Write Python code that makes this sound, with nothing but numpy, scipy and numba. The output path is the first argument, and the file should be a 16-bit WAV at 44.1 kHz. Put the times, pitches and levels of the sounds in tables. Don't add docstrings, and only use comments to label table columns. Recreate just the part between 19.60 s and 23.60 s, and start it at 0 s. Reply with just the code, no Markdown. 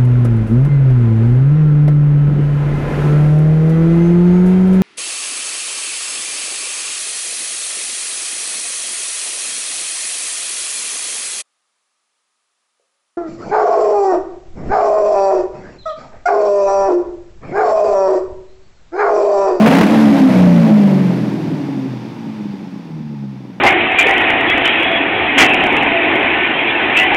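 import sys
import numpy as np
from scipy import signal
from scipy.fft import rfft, irfft
from scipy.io import wavfile
from scipy.ndimage import map_coordinates
from numba import njit

SR = 44100
rng = np.random.default_rng(int(sys.argv[2]) if len(sys.argv) > 2 else 0)


def waveform_to_disk(signal):
    frames = np.transpose(np.atleast_2d(signal))
    scaled = np.clip(frames, -1, 1) * 32767
    samples = np.round(scaled).astype(np.int16)
    wavfile.write(sys.argv[1], SR, samples)


N = 176400

# t/s, speed/rpm
CRANK_SPEED = [(0, 3182), (.05, 3355), (.1, 3753), (.15, 4158), (.25, 4645), (.33, 4500), (.4, 4450),
               (.5, 4241), (.75, 3711), (1, 3392), (1.25, 2985), (1.5, 2671), (1.8, 2366), (2.1, 2063),
               (2.5, 1764), (2.9, 1508), (3.3, 1209), (3.6, 1041), (4, 893.7)]
# t/s, drone level ahead of the pipes/dB, burble level/dB
EXHAUST_LEVELS = [(0, -1, -1.5), (.06, 4, -15), (.13, -0.5, -9), (.27, -8, -8), (.4, -1.5, -12),
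                  (.6, 0, -9.5), (.75, 1.5, -18.5), (1.1, -3.5, -15), (1.35, -2.5, -19), (1.65, -12, -19.5),
                  (1.9, -10.5, -21.5), (2.25, -17.5, -24.5), (2.5, -21, -30), (2.85, -23.5, -33.5),
                  (3.25, -24.5, -31.5), (3.35, -12.5, -32), (3.65, -14.5, -35.5), (4, -22.5, -37)]
# f/Hz, gain/dB
PIPE_RESPONSE = [(30, -64), (60, -48), (95, -33), (112, -22), (132, -9), (155, -10), (178, -2), (194, -5),
                 (208, 3), (224, 1), (238, -13), (248, -13), (268, 3), (286, -4), (305, -3), (360, -9),
                 (430, -16), (520, -15), (600, -12), (720, -18), (1100, -30), (2500, -54)]
# t/s, gas rush level/dB, engine whirr level/dB
NOISE_LEVELS = [(0, -16, -42), (.05, -11, -44), (.12, -7, -44), (.3, -12.5, -42), (.7, -17, -37.5),
                (1.2, -24, -36), (1.6, -30, -36.5), (2, -36.5, -37), (2.5, -45.5, -39.5),
                (2.95, -46.5, -41.5), (3.5, -56.5, -45.5), (4, -49, -47.5)]


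def firing_count():
    speed_wobble, jitter_intervals = .0025, .014
    firing_hz = curve(CRANK_SPEED) * 4 / 60 * (1 + speed_wobble * walk(25))
    return np.cumsum(firing_hz) / SR + jitter_intervals * walk(130)


def drone(firings, step=16):
    # multiple, level on throttle/dB, level on overrun/dB, level near idle/dB
    harmonics = [(4, -13, -7.5, -15), (5, 2.5, -18.5, -9), (6, -5.5, -1, 1), (7, -11.5, -24, -31),
                 (8, 1, -2, 6.5), (9, -6, -14.5, -4), (10, -33, -19.5, -23), (11, -22, -20, -7),
                 (12, -23, -20, -12), (14, -25, -17.5, -20), (16, -4.5, -10, -1.5), (18, -20, -14, -22),
                 (20, -22, -9.5, -23), (24, 3, -15, -10), (32, -19, -20, -23.5)]
    # t/s, gain/dB
    lope = [(0, -26), (.07, -5.5), (.15, 0.5), (.25, 4.5), (.45, -3), (.62, -10), (.8, 2), (1, 3),
            (1.1, -2), (1.35, -1.5), (1.65, 1.5), (2.3, -4), (2.9, 6), (3.5, -12)]
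    cycle = firings[::step] / 8
    lifted = fade(at_s=.2888, length_s=.022)[::step]
    idling = fade(at_s=2.316, length_s=.99)[::step]
    lope_db, flicker_db = curve(lope)[::step], 2.32
    pressure = np.zeros(len(cycle))
    for multiple, throttle_db, overrun_db, idle_db in harmonics:
        flicker = np.interp(cycle, np.arange(256), rng.standard_normal(256))
        db = throttle_db + lifted * (overrun_db - throttle_db) + idling * (idle_db - overrun_db)
        db += lope_db * (multiple % 8 > 0) + flicker_db * flicker
        pressure += undb(db) * np.sin(2 * np.pi * (multiple * cycle + rng.random()))
    source = signal.resample_poly(pressure, step, 1)[:N] * undb(curve(EXHAUST_LEVELS))
    return colour(source, PIPE_RESPONSE)


def burble(firings):
    onsets = np.diff(np.floor(firings), prepend=0)
    knocks = onsets * rng.standard_normal(N) / np.sqrt(curve(CRANK_SPEED))
    ringing = muffler(colour(knocks, PIPE_RESPONSE), top_hz=432)
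    return unit(ringing) * undb(curve(EXHAUST_LEVELS, column=2))


def cracks():
    # t/s, time until the decay begins/s, level/dB
    bursts = [(0.059, 0.026, -2.5), (0.107, 0.0076, -4), (0.123, 0.018, -7.5), (0.149, 0.003, 0.5),
              (0.167, 0.0053, -5.5), (0.183, 0.0044, -3), (.209, 0.0053, 0.5), (0.231, 0.009, -6.5),
              (.265, 0.0045, -10), (0.307, 0.0045, -13.5), (0.339, 0.0039, -14)]
    # f/Hz, relative density level/dB
    spectrum = [(60, -18.5), (300, 12.5), (700, 3), (1400, 1.5), (2600, -3.5), (4000, -18), (8000, -25.5),
                (15500, -30.5)]
    attack_s, decay_s = .0018, .0059
    t, envelope = np.arange(N) / SR, np.zeros(N)
    for start, length, db in bursts:
        rise = np.clip((t - start) / attack_s, 0, 1)
        decay = np.exp(-np.maximum(t - start - length, 0) / decay_s)
        envelope += undb(db) * rise * decay
    return envelope * noise(spectrum)


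def afterfire(size=8192):
    # t/s, peak level/dB
    pops = [(.695, -5.5), (2.85, -17.5), (2.936, -16.5), (3.122, -19.5), (3.287, -21), (3.87, -26)]
    decay_s = .014
    out = np.zeros(N + size)
    for start, db in pops:
        burst = rng.standard_normal(size) * np.exp(-np.arange(size) / SR / decay_s)
        thump = muffler(colour(burst, PIPE_RESPONSE), top_hz=346)
        i = int(start * SR)
        out[i:i + size] += undb(db) * thump / np.abs(thump).max()
    return out[:N]


def gas_rush(firings):
    # f/Hz, relative density level/dB
    spectrum = [(30, -29), (90, -9.5), (300, -3), (600, 7), (950, -1), (1300, -7.5), (2200, -8),
                (3200, -16), (5000, -21.5), (8500, -33.5), (11500, -32), (15500, -43)]
    puff_share = .1
    strength = undb(rng.standard_normal(N))[firings.astype(int)]
    puffs = unit(strength * np.exp(-(firings % 1)))
    turbulence = rng.standard_normal(N) * (1 - puff_share + puff_share * puffs)
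    return unit(colour(turbulence, spectrum)) * undb(curve(NOISE_LEVELS))


def whirr():
    # f/Hz, relative density level/dB
    spectrum = [(150, -16), (380, -2.5), (480, 3), (640, -8), (840, 6), (1150, -5.5), (1600, -8),
                (2100, -8), (2480, -8), (3000, -13), (3380, -13), (3570, -10), (3800, -15.5), (4300, -17),
                (4720, -14), (5050, -17.5), (5450, -17.5), (7000, -27.5), (9000, -33.5), (12000, -36),
                (15500, -39.5)]
    return noise(spectrum) * undb(curve(NOISE_LEVELS, column=2) + .23 * walk(40))


def muffler(x, top_hz):
    return signal.sosfilt(signal.butter(4, top_hz, fs=SR, output="sos"), x)


def colour(x, response, size=16384):
    hz, db = np.array(response).T
    freqs = np.maximum(np.arange(size // 2 + 1) * SR / size, 1)
    gain = undb(np.interp(np.log(freqs), np.log(hz), db))
    cepstrum = irfft(np.log(gain))
    cepstrum[1:size // 2] *= 2
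    cepstrum[size // 2 + 1:] = 0
    impulse_response = irfft(np.exp(rfft(cepstrum)))
    return signal.fftconvolve(x, impulse_response)[:len(x)]


def noise(spectrum):
    return unit(colour(rng.standard_normal(N), spectrum))


def walk(rate_hz):
    steps = np.arange(0, N + 32, 32) * rate_hz / SR
    spline = map_coordinates(rng.standard_normal(4096), [steps], order=3, mode="wrap")
    return unit(np.interp(np.arange(N) / 32, np.arange(len(steps)), spline))


def curve(table, column=1):
    rows = np.array(table)
    return np.interp(np.arange(N) / SR, rows[:, 0], rows[:, column])


def fade(at_s, length_s):
    return np.clip((np.arange(N) / SR - at_s) / length_s + .5, 0, 1)


def undb(db):
    return 10 ** (np.asarray(db) / 20)


def unit(x):
    return x / np.sqrt(np.mean(x ** 2))


@njit
def follow_peaks(x, attack_s, release_s):
    out, envelope = np.empty(len(x)), 0.
    for i in range(len(x)):
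        rectified = abs(x[i])
        lag_s = attack_s if rectified > envelope else release_s
        envelope += (rectified - envelope) / (lag_s * SR)
        out[i] = envelope
    return out


def scene():
    firings = firing_count()
    return (drone(firings) + burble(firings) + gas_rush(firings) + whirr() + cracks() + afterfire())[None]


def record(dry):
    threshold, ceiling, knee = .84, .72, 5.0
    low_cut_hz, top_hz = 60, 15700
    envelope = follow_peaks(dry[0], attack_s=.005, release_s=.15)
    held = dry / np.maximum(envelope / threshold, 1)
    saturated = held / (1 + np.abs(held / ceiling) ** knee) ** (1 / knee)
    bass_cut = signal.sosfilt(signal.butter(2, low_cut_hz, "high", fs=SR, output="sos"), saturated)
    return signal.sosfilt(signal.ellip(10, .1, 80, top_hz, fs=SR, output="sos"), bass_cut)


dry = scene()
out = record(dry)
waveform_to_disk(out)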